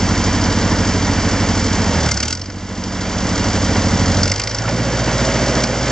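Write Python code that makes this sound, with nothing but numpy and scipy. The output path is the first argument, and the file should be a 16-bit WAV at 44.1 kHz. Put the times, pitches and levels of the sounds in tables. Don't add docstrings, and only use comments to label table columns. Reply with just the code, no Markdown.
import sys
import numpy as np
from scipy import signal
from scipy.fft import rfft, irfft
from scipy.io import wavfile

SR = 44100
rng = np.random.default_rng(int(sys.argv[2]) if len(sys.argv) > 2 else 0)


def put_to_file(sound):
    columns = np.atleast_2d(sound).T
    safe = np.clip(columns, -1, 1)
    whole_steps = np.round(safe * 32767)
    wavfile.write(sys.argv[1], SR, whole_steps.astype(np.int16))


N = 260631
TIME = np.arange(N) / SR
SLOW_RATE, FAST_RATE = 46, 57
LUGGING_DB = 1
UNSTEADY = 0.08
THROB_DEPTH = 0.3


def amp(db):
    return 10 ** (np.asarray(db) / 20)


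def unit(x):
    return x / np.sqrt(np.mean(x ** 2) + 1e-20)


def curve(rows):
    return np.interp(TIME, *np.transpose(rows))


def read(points, hz):
    f, value = np.transpose(points)
    return np.interp(np.log(hz + 1), np.log(f), value)


def colour(x, points):
    gain = unit(amp(read(points, np.fft.rfftfreq(N, 1 / SR))))
    return irfft(rfft(x) * gain, N)


def wander(hz):
    f = np.fft.rfftfreq(N, 1 / SR)
    return unit(irfft(rfft(rng.standard_normal(N)) * np.exp(-(f / hz) ** 2), N))


def bursts(firings, places, levels_db, rise, fall, spread_db):
    out = np.zeros(N)
    for place, db in zip(places, levels_db):
        cycle, age = np.divmod(firings - place + len(places), len(places))
        sizes = amp(db + spread_db * rng.standard_normal(200))
        out += sizes[cycle.astype(int)] * (1 - np.exp(-age / rise)) * np.exp(-age / fall)
    return unit(out)


def turbulence(firings, repeating):
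    pattern = rng.standard_normal(3840)
    cycle_share = firings / len(CYLINDERS) % 1
    alike = pattern[(cycle_share * len(pattern)).astype(int)]
    return np.sqrt(repeating) * alike + np.sqrt(1 - repeating) * rng.standard_normal(N)


# time in seconds, firings per second.
SPEED = [(0.0, 45.86), (0.46, 46.17), (1.04, 45.54), (1.75, 45.23), (1.91, 43.83), (2.11, 35.02),
         (2.21, 35.17), (2.38, 46.09), (2.47, 47.82), (3.64, 45.06), (4.03, 46.15), (4.2, 45.42),
         (4.31, 47.55), (4.4, 52.42), (4.71, 56.97), (4.97, 57.45), (5.43, 56.6), (5.91, 58.34)]


def firing_rate():
    return curve(SPEED)


def lugging_db():
    return LUGGING_DB * np.maximum(SLOW_RATE - firing_rate(), 0)


# time in seconds, share (0 front, 1 rear).
VIEW = [(0, 0.051), (2.5, 0.4), (3.5, 0.42), (4.3, 0.8), (5.1, 0.51), (5.9, 0.73)]


def rear_view():
    return curve(VIEW)


# start, falling, staying low and
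# recovering, all in seconds, then drop of the exhaust note, of the roar and of the clatter, all in dB.
DIPS = [(2.06, 0.078, 0.38, 0.93, 5.5, 8.5, 5), (2.3, 0.044, 0.13, 0.83, 5, 6.5, 9),
        (4.21, 0.15, 0.12, 0.65, 6, 7.5, 7), (5.61, 0.056, 0.053, 0.19, 3, 3, 2.5)]


def dip_db(column, lag_s=0):
    lost_db = 0
    for start, fall, stay, recover, *drops in DIPS:
        corners = start + np.cumsum([0, fall, stay, recover])
        lost_db = lost_db + drops[column] * np.interp(TIME - lag_s, corners, [0, 1, 1, 0])
    return -lost_db


def drone_turns(firings, fast):
    return np.cumsum((2.285 - .028 * fast) * np.gradient(firings))


def throb(firings, fast):
    beat = drone_turns(firings, fast) - (2 * firings - .45)
    return unit(1 + THROB_DEPTH * (1 - fast / 2) * np.cos(2 * np.pi * beat))


# exhaust opening in firings into
# the cycle, relative puff in dB, combustion in firings, relative clatter in dB from the front and from behind.
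CYLINDERS = [(0.604, 0, 0.058, 5.5, -3), (1.18, 2.5, 0.85, -4, -5.5), (2.418, 1, 1.7, -7.5, -3),
             (3.7, -1.5, 2.98, 3.5, 2)]
# multiple of the firing rate, level in dB slow and fast.
EXHAUST_LINES = [(1.0, -27, -25), (1.25, -44, -41), (1.5, -28, -37), (1.75, -37, -36), (2.5, -39, -41),
                 (3.0, -34, -31.5), (3.25, -45, -50), (3.75, -38, -36), (4.0, -26.3, -27.5),
                 (4.25, -36, -40), (4.5, -37, -37), (4.75, -33, -36), (5.0, -26.5, -37), (5.25, -39, -35),
                 (5.5, -36, -42), (5.75, -47, -38), (6.0, -30, -39), (6.25, -32, -43), (6.5, -44, -41),
                 (6.75, -36, -38), (7.0, -39, -41), (7.25, -44, -50), (7.5, -43, -50), (7.75, -42, -48),
                 (8.5, -49, -41), (9.0, -46, -34), (9.88, -38, -50), (10.75, -45, -42), (11.0, -52, -42),
                 (11.25, -45, -41), (12.0, -52, -43)]
# time in seconds, level change in dB.
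UPPER_DB = [(1.7, 0), (1.92, 0), (2.06, -1), (2.16, -9.5), (2.36, -16), (2.6, -10.5), (3.1, -6.5),
            (3.4, -1), (3.8, 1), (4.23, 0), (4.34, -10.5), (4.55, -18), (4.72, -4), (5.0, -4), (5.6, 0.5),
            (5.72, -5), (5.91, -2.5)]
# start and end in seconds, multiple of firing rate, dB.
SINGING = [(1.943, 2.456, 3, 13.5), (2.68, 3.37, 4, 5), (3.853, 4.38, 3, 6.5), (4.546, 5.0, 3, 7.5)]


def exhaust_note(firings, fast, sink=0.26, broadside_db=-2, level_db=-0.23, fast_gain_db=1.5):
    pipe_hz, pipe_width_hz = 199, 30
    places, puff_db = np.transpose(CYLINDERS)[:2]
    rate = firing_rate()
    crank = firings + .004 * wander(hz=12)
    thump_db = (1 + sink) * dip_db(column=0) - lugging_db()
    upper_db = curve(UPPER_DB) + 20 * np.log10(throb(firings, fast))
    out = np.zeros(N)
    for multiple, slow_db, fast_db in EXHAUST_LINES:
        db = slow_db + fast * (fast_db - slow_db) + (thump_db if multiple < 3 else upper_db)
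        for start, end, line, swell_db in SINGING:
            if multiple == round(line):
                progress = np.clip((TIME - start) / (end - start), 0, 1)
                db += swell_db * np.sqrt(np.maximum(np.sin(np.pi * progress), 0))
        if multiple == 1:
            db += broadside_db * np.sin(np.pi * rear_view())
        puffs = np.sum(amp(puff_db) * np.exp(-2j * np.pi * multiple * places))
        pipe_lag = np.arctan((multiple * rate - pipe_hz) / pipe_width_hz)
        phase = 2 * np.pi * multiple * crank + np.angle(puffs) - pipe_lag
        out += amp(db) * (1 + UNSTEADY * wander(hz=9.7)) * np.cos(phase)
    return np.sqrt(2) * out * amp(level_db + fast * fast_gain_db)


def drone(firings, fast, slow_db=-21.5, fast_db=-22.0, follow=1.8):
    turns = drone_turns(firings, fast) + 0.0076 * wander(hz=3.8)
    level_db = follow * dip_db(column=0) + slow_db + fast * (fast_db - slow_db) - lugging_db()
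    return amp(level_db) * np.cos(2 * np.pi * turns)


# frequency in Hz, relative dB per Hz.
ROAR_FRONT = [(150, -16.5), (300, -3), (380, -4), (480, -1.5), (620, -3), (780, -4), (1000, -3), (1250, -8),
              (1600, -6), (2200, -7.5), (3500, -17), (7000, -59)]
ROAR_REAR = [(150, -21), (300, -21.5), (380, -5.5), (460, -6), (540, 4), (640, -3), (780, -6), (1000, -9),
             (1250, -11.5), (1600, -9), (2200, -10), (3500, -20), (7000, -37.5)]
# frequency in Hz, relative dB per Hz.
RUMBLE = [(25, -40), (45, -17), (70, -9), (110, -3), (145, -6), (185, 0), (240, 0), (300, -4), (420, -16),
          (800, -40)]


def roar(firings, fast, steady=3.0, roar_db=-22.0, fast_roar_db=1.3,
         rumble_db=-26.5, fast_rumble_db=-0.5, rumble_sink=1.03):
    places, puff_db = np.transpose(CYLINDERS)[:2]
    puffs = bursts(firings + 0.16, places, puff_db, rise=0.092, fall=0.93, spread_db=5.5)
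    surge = unit(steady + puffs)
    gas = surge * turbulence(firings, repeating=0.3)
    rear = np.clip(rear_view(), 0, 1)
    outlet = (1 - rear) * colour(gas, ROAR_FRONT) + rear * colour(gas, ROAR_REAR)
    outlet_level_db = roar_db + fast * fast_roar_db + dip_db(column=1)
    rumble = colour(surge * rng.standard_normal(N), RUMBLE)
    rumble_level_db = rumble_db + fast * fast_rumble_db + rumble_sink * dip_db(column=1)
    return outlet * amp(outlet_level_db) + rumble * amp(rumble_level_db) * throb(firings, fast)


# time in seconds, level in dB.
GROWL_DB = [(4.3, -63), (4.6, -40.5), (5.0, -36), (5.22, -25.5), (5.62, -27), (5.7, -31), (5.91, -33.5)]
# frequency in Hz, relative dB per Hz.
GROWL = [(300, -37), (440, -8.5), (520, 5), (580, -6), (635, 4), (720, -14), (1000, -35.5)]


def growl(firings, place=3.1, rise=0.059, hold=3.2, sag_db=-5, pause_db=-14):
    age = (firings - place) % len(CYLINDERS)
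    lump_db = np.interp(age, np.cumsum([0, rise, hold, rise]), [pause_db, 0, sag_db, pause_db])
    gas = unit(amp(lump_db)) * turbulence(firings, repeating=0.35)
    return colour(gas, GROWL) * amp(curve(GROWL_DB))


# time in seconds, level in dB.
SHAKE_DB = [(1, -23.5), (1.5, -23.5), (2.05, -21), (2.2, -26.5), (2.55, -33.5), (3.3, -32), (3.75, -22),
            (4.27, -20), (4.42, -31), (4.7, -22.5), (5.5, -29.5)]


def shake(firings):
    level = amp(curve(SHAKE_DB)) * (1 + UNSTEADY * wander(hz=10))
    return np.sqrt(2) * level * np.cos(2 * np.pi * (2 * firings - .45))


# frequency in Hz, width in Hz, relative level in dB.
BLOCK = [(1450, 32, -8), (2090, 36, -5), (2290, 60, -9), (2840, 60, -11), (3150, 80, -13), (4680, 90, -6),
         (4870, 65, -4), (5220, 65, -3), (5390, 70, -4), (5630, 80, -5), (6030, 70, -8), (6300, 80, -8)]


def ring(force):
    out = np.zeros(N)
    for hz, width, db in BLOCK:
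        gain = amp(db) * np.sqrt(SR / 2 / width / len(BLOCK))
        out += gain * signal.lfilter(*signal.iirpeak(hz, hz / width, SR), force)
    return out


# frequency in Hz, relative dB per Hz.
CLATTER = [(500, -24.5), (1400, 2), (2200, -28), (3100, -2), (3700, -4), (4200, -3), (4800, 2.5),
           (5400, 1.5), (6100, 0), (7200, -1.5), (8000, -13.5), (8600, -28.5), (9500, -52.5)]


def clatter(firings, fast, steady=2.24, ring_db=-8, thinning=0.3, level_db=-26.0, fast_db=0.5):
    places, front_db, rear_db = np.transpose(CYLINDERS)[2:]
    front = bursts(firings, places, front_db, rise=0.075, fall=0.35, spread_db=3.5)
    behind = bursts(firings, places, rear_db, rise=0.075, fall=0.35, spread_db=3.5)
    blows = front + np.clip(rear_view(), 0, 1) * (behind - front)
    wash = steady * amp(thinning * dip_db(column=0))
    rattle = unit((wash + blows) / (wash + 1)) * rng.standard_normal(N)
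    db = level_db + fast * fast_db + dip_db(column=2, lag_s=0.02)
    return (colour(rattle, CLATTER) + amp(ring_db) * ring(rattle)) * amp(db)


def struck(modes, favoured_hz, age, late, focus_db=8, reach_hz=170, detune=.006):
    hz, width, db = np.transpose(modes)[:, :, None]
    gain = amp(db + focus_db * np.exp(-((hz - favoured_hz) / reach_hz) ** 2))
    hz = hz * (1 + detune * rng.uniform(-1.03, 1, hz.shape))
    decay = np.exp(-np.pi * width * late)
    tones = np.sin(2 * np.pi * (hz * age + rng.random(hz.shape)))
    sound = np.sum(gain * decay * tones, axis=0)
    return sound / np.sqrt(np.mean(sound[age < .012] ** 2))


# frequency in Hz, dB per Hz before the knock's own shading.
KNOCK = [(100, 2), (500, 1), (900, -0.5), (1400, 4), (2200, 8.5), (3100, 4), (3700, -1), (4800, 11),
         (5500, 10), (6700, 8), (7400, 3.5), (8200, -2.5), (9500, -29)]
# start in seconds, swelling in seconds, level in dB, upper modes struck hardest in Hz,
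# then clang, crack near 3 kHz and sharp edge, all in relative dB.
KNOCKS = [(2.0572, 0.006, -28, 5210, -6.5, -4, 1), (2.0858, 0.0041, -28.5, 4570, 4.5, 3, 4),
          (2.1095, 0.008, -20, 5400, -1.5, -7, 0), (2.1365, 0.008, -32, 5180, -7, -9, 2),
          (2.168, 0.0069, -23, 5160, -5, -8, -2), (2.2004, 0.0036, -23.5, 4840, -3.5, -4, -3),
          (2.2246, 0.0078, -20.5, 6290, -3, 0, -2), (2.2484, 0.0088, -27, 4830, -10, -2, -1),
          (2.2783, 0.005, -24.5, 4800, -6, 2, -1), (2.3012, 0.0075, -28, 5430, -3.5, 1, 3),
          (2.3253, 0.0027, -21.5, 5350, -6, -4, -1.5), (2.3507, 0.00075, -32, 4880, -7, -8, -2),
          (2.3706, 0.004, -33, 5610, -9.5, -6, -8), (2.3922, 0.0044, -38, 4780, -14, -1, -2),
          (2.4126, 0.005, -30, 5500, -11, -4, -13), (2.4351, 0.0057, -39, 4670, -6, -4, -4),
          (2.4578, 0.001, -34.5, 4700, -7, -10, -18), (2.4972, 0.0054, -38.5, 5280, 4, -4, -10),
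          (2.8371, 0.002, -30.5, 5210, -10.5, -5, -18), (3.0065, 0.012, -30.0, 4740, -7, -2, -11),
          (4.2305, 0.0029, -19, 5630, -11, -12, -5.5), (4.2548, 0.002, -28, 5580, -3, 0, -13),
          (4.2735, 0.006, -25.5, 5280, -0.5, 2, 0), (4.2945, 0.0055, -24, 5330, -8.5, -4, -12),
          (4.3147, 0.0037, -21, 5140, 0.5, -2, -1.5), (4.3376, 0.001, -28.5, 4680, -8, -14, -17),
          (4.356, 0.006, -28.5, 4870, -6, 2, -3), (4.3744, 0.008, -30.5, 5250, -7, -6, -10),
          (4.3944, 0.004, -23.5, 4900, -1, 3.5, 0), (4.4153, 0.003, -27, 5530, -12, -7, -13),
          (4.4343, 0.0037, -26, 5500, -8, -7, -1), (4.4726, 0.00092, -22.5, 4760, -3.5, -2, -7),
          (4.4872, 0.012, -29, 5560, -7, -15, -10), (4.5078, 0.0065, -28, 5540, -4, -4, -13),
          (4.5464, 0.001, -27.5, 4910, -7.5, -15, -3), (4.5827, 0.0036, -26, 5280, -20, -2, -10),
          (4.6891, 0.003, -30.5, 4930, -13.5, -5, -6), (5.6318, 0.008, -21, 5180, -5, -3.5, -4)]


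def knocks(fall=0.0042, tail=0.0055, tail_db=-22, contact_db=3, ring_db=1, clang_db=-1, hard_db=-24.0,
           thud_db=-3, thud_hz=230):
    age = np.arange(4096) / SR
    hz, rate = np.fft.rfftfreq(len(age), 1 / SR), firing_rate()
    lower = [mode for mode in BLOCK if mode[0] < 4000]
    upper = [mode for mode in BLOCK if mode[0] >= 4000]
    out = np.zeros(N + len(age))
    for start, rise, db, upper_hz, body_db, crack_db, edge_db in KNOCKS:
        swell, late = np.minimum(age / rise, 1) ** 1.3, np.maximum(age - rise, 0)
        shape = swell * (np.exp(-late / fall) + amp(tail_db) * np.exp(-late / tail))
        shape = shape / np.sqrt(np.sum(shape ** 2) / (.012 * SR))
        shading = [(2300, body_db), (2700, crack_db), (3800, crack_db), (4400, 0), (6100, 0), (6600, edge_db)]
        tone = amp(read(KNOCK, hz) + read(shading, hz))
        contact = amp(contact_db) * shape * irfft(rfft(rng.standard_normal(len(age))) * tone)
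        lower_hz = np.interp(db + body_db - hard_db, [-1, 1], [1450, 2090])
        ringing = amp(ring_db) * struck(upper, upper_hz, age, late)
        ringing = ringing + amp(clang_db + body_db) * struck(lower, lower_hz, age, late)
        first = round(start * SR)
        labour = np.clip((SLOW_RATE - rate[first]) / 4, 0, 1)
        thud_turns = thud_hz * rng.uniform(0.61, 1.25) * age + rng.random()
        thud = labour * amp(thud_db) * shape * np.sin(2 * np.pi * thud_turns)
        out[first:][:len(age)] += amp(db) * (contact + swell * ringing + thud)
    return out[:N]


def buzz(s=4.652, length=0.03, hz=1380, width_hz=170, level_db=-29):
    panel = signal.lfilter(*signal.iirpeak(hz, hz / width_hz, SR), rng.standard_normal(N))
    return amp(level_db) * unit(panel) * np.exp(-((TIME - s) / length) ** 2)


def whine(firings, fast, level_db=-40, fast_db=-10, follow=1.0, unsteady=0.44):
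    turns = 21.43 * firings + 0.092 * wander(hz=6)
    db = level_db + fast * fast_db + follow * dip_db(column=0)
    return np.sqrt(2) * amp(db) * (1 + unsteady * wander(hz=4)) * np.cos(2 * np.pi * turns)


def yard(x, t60=0.61):
    t = np.arange(SR // 3) / SR
    chosen = rng.standard_normal((2, len(t))) * (rng.random((2, len(t))) < .04)
    taps = chosen * amp(-60 * t / t60) * (t > .012)
    return signal.fftconvolve(x[None], taps / np.linalg.norm(taps[0]), axes=1)[:, :N]


# frequency in Hz, left minus right in dB.
PORT_DB = [(1300, -1.5), (2000, -3.5), (2900, -3.5), (4200, -1), (6100, 0.5), (7500, 5), (9000, 6)]
# frequency in Hz, lead of the left in radians.
PORT_PHASE = [(100, 0.083), (2200, .1), (3500, 0.46), (5200, 0.9), (7400, 1.3), (9000, 1.43)]


def scene():
    rate = firing_rate()
    firings = np.cumsum(rate) / SR
    fast = np.clip((rate - SLOW_RATE) / (FAST_RATE - SLOW_RATE), 0, 1)
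    metal = clatter(firings, fast) + knocks() + buzz() + whine(firings, fast)
    exhaust = exhaust_note(firings, fast) + drone(firings, fast)
    block = shake(firings)
    gas = roar(firings, fast) + growl(firings)
    tractor = exhaust + block + gas + metal
    hz = np.fft.rfftfreq(N, 1 / SR)
    port = amp(read(PORT_DB, hz) / 2) * np.exp(.5j * read(PORT_PHASE, hz))
    direct = irfft(rfft(tractor) * np.array([port, 1 / port]), N)
    return direct + amp(-25.0) * yard(metal)


# centre in Hz, width in Hz.
NOTCHES = [(2500, 150), (5000, 50), (7500, 50)]


def record(dry):
    hz = np.fft.rfftfreq(N, 1 / SR)
    response = [(20, -1.0), (33, -12.5), (43, 0.5), (8400, -1), (9600, -20.0)]  # (Hz, dB)
    dry = irfft(rfft(dry) * amp(read(response, hz)), N)
    for centre, width in NOTCHES:
        dry = signal.lfilter(*signal.iirnotch(centre, centre / width, SR), dry)
    band = signal.firwin(511, 9650, window=("kaiser", 9), fs=SR)
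    return signal.oaconvolve(dry, band[None], "same")


dry = scene()
out = record(dry)
put_to_file(out)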